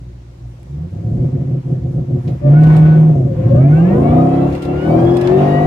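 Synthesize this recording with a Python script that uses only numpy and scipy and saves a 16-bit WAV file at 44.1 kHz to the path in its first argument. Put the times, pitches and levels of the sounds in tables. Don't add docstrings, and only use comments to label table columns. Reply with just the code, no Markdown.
import sys
import numpy as np
from scipy import signal
from scipy.fft import rfft, irfft, next_fast_len
from scipy.io import wavfile
from scipy.ndimage import uniform_filter1d, minimum_filter1d, map_coordinates

SR = 44100
rng = np.random.default_rng(int(sys.argv[2]) if len(sys.argv) > 2 else 0)


def waveform_to_disk(signal):
    frames = np.transpose(np.atleast_2d(signal))
    scaled = np.clip(frames, -1, 1) * 32767
    samples = np.round(scaled).astype(np.int16)
    wavfile.write(sys.argv[1], SR, samples)


N = 249606

# pitch_hz, level_db
CABIN_DRONE = [(60, -15.5), (100, -13), (125, -8.5), (150, -5.5), (172, -8), (200, -14), (220, -17.5),
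               (256, -14.5), (275, -13), (310, -17), (350, -11.5), (378, -8), (388, -23), (420, -24.5),
               (560, -28), (800, -27.5)]


def amp(db):
    return 10 ** (np.asarray(db) / 20)


def unit(x):
    return x / np.sqrt(np.mean(x ** 2) + 1e-20)


def along(points, hz):
    point_hz, values = np.transpose(points)
    return np.interp(np.log(hz + 1), np.log(point_hz + 1), values)


def curves(rows):
    times_s, *columns = np.transpose(rows)
    return [np.interp(np.arange(N) / SR, times_s, column) for column in columns]


def wobble(rate):
    knots = rng.standard_normal(int(N * rate / SR) + 4)
    return map_coordinates(knots, [np.arange(N) * rate / SR], order=1)


def filtered(x, response, mirror="odd"):
    m = next_fast_len(N + SR // 2)
    widths = [(0, 0)] * (x.ndim - 1) + [(0, 300)]
    longer = np.pad(x, widths, mode="reflect", reflect_type=mirror)
    longer[..., N:] *= np.hanning(600)[300:]
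    spectrum = rfft(longer, m) * response(np.fft.rfftfreq(m, 1 / SR))
    return irfft(spectrum, m)[..., :N]


def colour(points):
    def response(hz):
        cepstrum = irfft(np.log(amp(along(points, hz)) + 1e-6))
        cepstrum[1:len(cepstrum) // 2] *= 2
        cepstrum[len(cepstrum) // 2 + 1:] = 0
        return np.exp(rfft(cepstrum, 2 * len(hz) - 2))
    return response


def two_ears(x):
    # pitch_hz, likeness
    likeness = [(30, .995), (60, .98), (130, .998), (290, .93), (640, .2), (1000, 0)]
    # pitch_hz, left_minus_right_db
    lean = [(60, 1), (110, 0), (200, 0), (380, 2), (700, 6.5), (1290, 1), (2400, 0)]

    def response(hz):
        turn = np.arccos(np.clip(along(likeness, hz), -1, 1)) / 2
        angles = np.cumsum(rng.normal(0, 1.5, size=1000))
        paths = np.exp(1j * np.interp(hz, np.arange(1000) * 25, angles))
        side = np.sin(turn) * paths
        sides = np.array([np.cos(turn) + side, np.cos(turn) - side])
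        return sides * amp(np.outer([.5, -.5], along(lean, hz)))
    return filtered(x, response)


def hiss(spectrum, patchy_db):
    grid = signal.stft(rng.standard_normal((2, N)), nperseg=512)[2]
    patches = uniform_filter1d(rng.standard_normal(grid.shape[1:]), size=6, axis=0)
    patches = uniform_filter1d(patches, size=10, axis=1)
    pair = signal.istft(grid * amp(patchy_db * unit(patches)), nperseg=512)[1][:, :N]
    return unit(filtered(pair, lambda hz: amp(along(spectrum, hz)), mirror="even"))


def engine(hz, turns, open_db, cut_db):
    # firings_hz, rumble_db, scatter_db, boom_db, bark_db
    burning = [(58.4, -39, -1, 1.5, -0.5), (90, -31.5, -1.5, 5, 4.5), (119.4, -23.5, -0.5, 8, -7),
               (170, -25.5, 1.5, -5.5, 1), (200, -16, -4.5, -5, 1), (270, -18.5, -4, -9.5, 6),
               (325, -16, 0, -8.5, 3.5), (368, -21, 0, -7, 7), (400, -17.5, -4.5, -9, 6.5)]
    uneven_db = [0, 0.5, -2, -4, -8.5, 0, 2, -2.5]
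    # pitch_hz, level_db
    cabin = [(25, -43.5), (50, -7), (90, -8.5), (125, 1.5), (156, 2.5), (215, -12.5), (255, -8.5),
             (300, -11.5), (365, -6), (410, -21), (500, -13.5), (660, -20), (730, -9), (790, -27.5),
             (1300, -39), (2000, -69.5)]
    note_per_load, rumble_per_load, bark_per_load = 1.096, 0.62, 0.45
    rumble_per_cut = 1.05
    second_db = -9.5

    load_db = open_db - cut_db
    rumble_db, scatter_db, boom_db, bark_db = [along(np.array(burning)[:, [0, k]], hz) for k in range(1, 5)]

    note_db = note_per_load * open_db - cut_db + along(CABIN_DRONE, hz) + 1.2 * wobble(22)
    note = amp(note_db) * np.sin(2 * np.pi * turns)
    octave_db = load_db + second_db + along(CABIN_DRONE, 2 * hz) + 3 * wobble(10)
    octave = amp(octave_db) * np.sin(4 * np.pi * turns + .5 * wobble(6))

    orders = np.zeros(N)
    for k in range(2, 56):
        if k not in (8, 16):
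            drift = rng.uniform(0, 2 * np.pi) + .35 * wobble(5)
            orders += amp(uneven_db[k % 8] + 2.2 * wobble(7)) * np.sin(2 * np.pi * turns * k / 8 + drift)
    orders *= np.sqrt(hz / hz.mean())

    puff = np.exp(2.5 * np.cos(2 * np.pi * turns))
    shape = colour(cabin)
    scatter = unit(filtered(puff * rng.standard_normal(N), shape))
    rumble = unit(filtered(orders, shape)) + amp(scatter_db) * scatter

    boom = filtered(rumble, lambda f: 1 / (1 + (f / 240) ** 6))
    bark = filtered(rumble, lambda f: 1 / (1 + (600 / (f + 1)) ** 8))
    body = rumble - boom - bark
    parts = body + amp(boom_db) * boom + amp(bark_db + bark_per_load * load_db) * bark
    rumble_gain = amp(rumble_db + rumble_per_load * open_db - rumble_per_cut * cut_db + 6.0)
    return np.sqrt(2) * (note + octave) + rumble_gain * parts


def banks(hz, turns, load_db):
    # eighths_of_firing_rate, level_db at 300 firings a second, tilt in dB per octave of revs
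    bank_orders = [(3, -14, 1), (4, -11.5, 3.5), (5, -12.5, -5), (6, -7, 4), (10, -10, -6)]
    clear_hz, fade_db_per_hz = 210, 1.4
    clear_db = load_db + fade_db_per_hz * np.minimum(0, hz - clear_hz)
    total = np.zeros(N)
    for eighths, db, tilt in bank_orders:
        k = round(eighths)
        revs_db = db + tilt * np.log2(hz / 300)
        level_db = clear_db + revs_db + along(CABIN_DRONE, hz * k / 8) + 1.5 * wobble(12)
        drift = rng.uniform(0, 2 * np.pi) + .25 * wobble(6)
        total += amp(level_db) * np.sin(2 * np.pi * turns * k / 8 + drift)
    return np.sqrt(2) * total


def blower(hz, turns):
    # start_s, lowest_tone_db, upper_tones_db
    whine = [(2.46, -90, -60), (2.54, -42, 1.5), (2.93, -35.5, 0.5), (3.02, -40.5, -19),
             (3.25, -34.5, -24.5), (3.45, -32.5, -22.5), (3.62, -24.5, 0), (3.85, -25, 1),
             (4.1, -31.5, -1.5), (4.4, -39, -2), (4.6, -42.5, -9.5), (4.88, -42, 1), (5.2, -42, 0),
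             (5.66, -36.5, -1)]
    # level_db at 1 kHz, tilt in dB per octave
    upper_tones = [(-47.5, 0), (-35.5, -7.5), (-45.5, -6.5), (-43.5, -6), (-43, -8.5)]
    # pitch_hz, level_db
    panel_modes = [(560, 3), (660, 3.5), (780, -3), (1200, 4), (1500, 4.5), (1700, 0), (1920, 0.5),
                   (2250, 5), (2750, 4.5), (3300, 4.5), (3800, -4), (4450, 0), (5000, 1.5)]
    lobes_per_firing, damping = 2.4, .08

    lowest_db, upper_db = curves(whine)
    lobes = lobes_per_firing * turns + 0.025 * wobble(25)
    levels = [lowest_db]
    for k, (db, tilt) in enumerate(upper_tones, 3):
        octaves = np.log2(k * lobes_per_firing * hz / 1000)
        levels.append(upper_db + db + tilt * octaves)

    tones = np.zeros(N)
    for k, level_db in enumerate(levels, 2):
        fading = amp(8 - 11 * np.abs(wobble(24)) - 3 * np.abs(wobble(8)))
        tones += amp(level_db) * fading * np.sin(2 * np.pi * k * lobes)

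    def panels(f):
        total = 0
        for mode_hz, db in panel_modes:
            drag = 1j * f * damping * mode_hz
            total = total + amp(db) * drag / (mode_hz * mode_hz - f * f + drag)
        return total
    return filtered(tones, panels)


def tyres():
    # start_s, pitch_hz, level_db
    moans = [
        [(2.42, 590, -34), (2.466, 585.5, -17.5), (2.54, 615, -33.5)],
        [(3.36, 507.4, -31), (3.558, 545, -19.5), (3.6, 632, -23)],
        [(3.91, 509.4, -41), (3.942, 472, -20.5), (3.99, 493, -17)],
    ]
    out = np.zeros(N)
    for rows in moans:
        fade_in = (rows[0][0] - .02, rows[0][1], -90)
        fade_out = (rows[-1][0] + 0.026, rows[-1][1], -90)
        hz, db = curves([fade_in, *rows, fade_out])
        phase = 2 * np.pi * np.cumsum(hz) / SR + 0.24 * wobble(60)
        tone = np.sin(phase) + amp(-24) * np.sin(2 * phase) + amp(-33) * np.sin(3 * phase)
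        out += np.sqrt(2) * amp(db) * tone
    return out


def trim():
    # start_s, strength_db, treble_db, decay_s (time to fall by 60 dB)
    ticks = [(0.63, -47, 6.5, 0.035), (2.2757, -35.5, -24, .14), (2.6115, -39.5, -7, 0.069),
             (2.6354, -28, -5.5, 0.056), (2.6693, -37.5, -2.5, 0.066), (2.7656, -31, -0.5, 0.065),
             (4.5246, -33.5, -6, .12), (4.5494, -33, -4.5, 0.15), (4.5794, -42, -10, .08),
             (4.6214, -29, -3.5, 0.13), (4.6494, -33.5, -10, .1), (4.9097, -37, -5, .02),
             (5.1692, -23.5, -0.5, .035), (5.2121, -23.5, -3, 0.04), (5.2739, -18, -11.5, .03)]
    body, top = np.zeros((2, N + SR)), np.zeros((2, N + SR))
    t = np.arange(SR // 8) / SR
    for start_s, db, treble_db, decay_s in ticks:
        grains = np.repeat(rng.exponential(size=len(t) // 40 + 1), 40)[:len(t)]
        grains[:40] = 1
        fade = amp(db - 12 - 60 * t / decay_s)
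        burst = fade * grains ** .4 * rng.standard_normal((2, len(t)))
        start = round(start_s * SR)
        body[:, start:start + len(t)] += burst
        top[:, start:start + len(t)] += amp(treble_db) * burst
    body_colour = colour([(800, -36.0), (2000, 16.5), (4000, 13.0), (7500, -3.0), (9000, -32.5)])
    top_colour = colour([(5000, -27.5), (8000, 7.5), (12000, 0.5), (15500, -9)])
    return filtered(body[:, :N], body_colour) + filtered(top[:, :N], top_colour)


def intake(turns):
    # start_s, level_db
    air = [(0.0, -66.5), (1.3, -53.5), (2.08, -55.5), (2.44, -49.5), (2.56, -36), (2.74, -31), (2.95, -39),
           (3.25, -52), (3.41, -45), (3.62, -42), (3.86, -39.5), (4.11, -37), (4.52, -39), (4.9, -36.5),
           (5.15, -35), (5.4, -31), (5.66, -34)]
    # pitch_hz, level_db per Hz
    roar_spectrum = [(470, -39.5), (800, -11.5), (884, -7.5), (1390, -14.5), (1510, -17.5), (1700, -17),
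                     (2270, -18.5), (4490, -35), (7000, -44), (9100, -66.5), (15400, -120)]
    # pitch_hz, level_db per Hz
    fizz_spectrum = [(1760, -31.5), (3000, -8), (4180, -11.5), (6760, -9), (7340, -10), (11600, -15),
                     (15600, -22)]
    # pitch_hz, level_db per Hz
    road_spectrum = [(25, -22), (50, -4), (75, 0), (110, -6), (300, -90)]
    full_air_db, full_fizz_db, fizz_per_air = -35, -56.5, .45

    roar_db, = curves(air)
    fizz_db = full_fizz_db + fizz_per_air * (roar_db - full_air_db)
    pulse = 1 + .2 * np.cos(2 * np.pi * turns)
    roar = amp(roar_db + 1.5 * wobble(14)) * pulse * hiss(roar_spectrum, patchy_db=1.5)
    fizz = amp(fizz_db + 2 * wobble(14)) * hiss(fizz_spectrum, patchy_db=1.5)
    road = amp(fizz_db + 29) * hiss(road_spectrum, patchy_db=5.0)[0]
    return roar + fizz + road


def ventilation():
    # pitch_hz, level_db per Hz
    vent_spectrum = [(290, -37), (500, -0.5), (1220, -13.5), (1370, -14), (5600, -21.5), (6660, -23.5),
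                     (15600, -48.5)]
    return amp(-54) * hiss(vent_spectrum, patchy_db=1.2)


def scene():
    # start_s, firings_hz, load_db
    drive = [(0.0, 59.63, -14.5), (0.39, 58.9, -23), (0.455, 59.5, -11.5), (0.58, 58.3, -22),
             (0.76, 72.8, -13.5), (0.99, 100.8, -8.5), (1.05, 106, -7), (1.25, 128.4, -5),
             (1.4, 131.2, -9.5), (1.9, 130.6, -7.5), (2.41, 127.9, -7), (2.48, 139.4, 1), (2.6, 155.4, 3),
             (3.1, 156.6, -1.5), (3.31, 110.9, -10.5), (3.46, 109.3, -5), (3.55, 120.8, -1), (3.7, 147, 0),
             (3.83, 169.8, 0), (4.0, 216.4, -2.5), (4.19, 258.1, 2), (4.3, 268.5, -4), (4.46, 279.9, -2),
             (4.61, 288.7, -18), (4.69, 280.6, -7), (4.82, 299.7, -11.5), (4.9, 314.6, 0),
             (5.08, 345.8, -1), (5.27, 356.6, -4.5), (5.38, 383.5, 2), (5.66, 405.8, -1.5)]
    # centre_s, depth_db
    cuts = [(0.9, 13.5), (1.02, 9.5), (1.09, 4), (1.17, 4.5), (1.31, 10.5), (1.47, 8), (1.628, 22),
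            (1.69, 1.5), (1.805, 14.5), (1.92, 10.5), (2.062, 16), (2.228, 18.5), (2.395, 23.5)]
    recovery_s = 0.027

    hz, load_db = curves(drive)
    t = np.arange(N) / SR
    cut_db = sum(depth_db * np.exp(-np.abs(t - centre_s) / recovery_s) for centre_s, depth_db in cuts)
    turns = np.cumsum(hz) / SR
    motor = engine(hz, turns, load_db, cut_db) + banks(hz, turns, load_db)
    car = two_ears(motor + blower(hz, turns) + tyres())
    return car + trim() + intake(turns) + ventilation()


def record(dry):
    top_hz = 15730
    clean = filtered(dry, lambda hz: 1 / (1 + (40 / (hz + 1)) ** 4))
    need = np.minimum(1, .95 / (np.abs(clean).max(axis=0) + 1e-9))
    held = minimum_filter1d(need, size=441)
    gain = uniform_filter1d(uniform_filter1d(held, size=221), size=221)
    return filtered(clean * gain, lambda hz: hz < top_hz)


dry = scene()
out = record(dry)
waveform_to_disk(out)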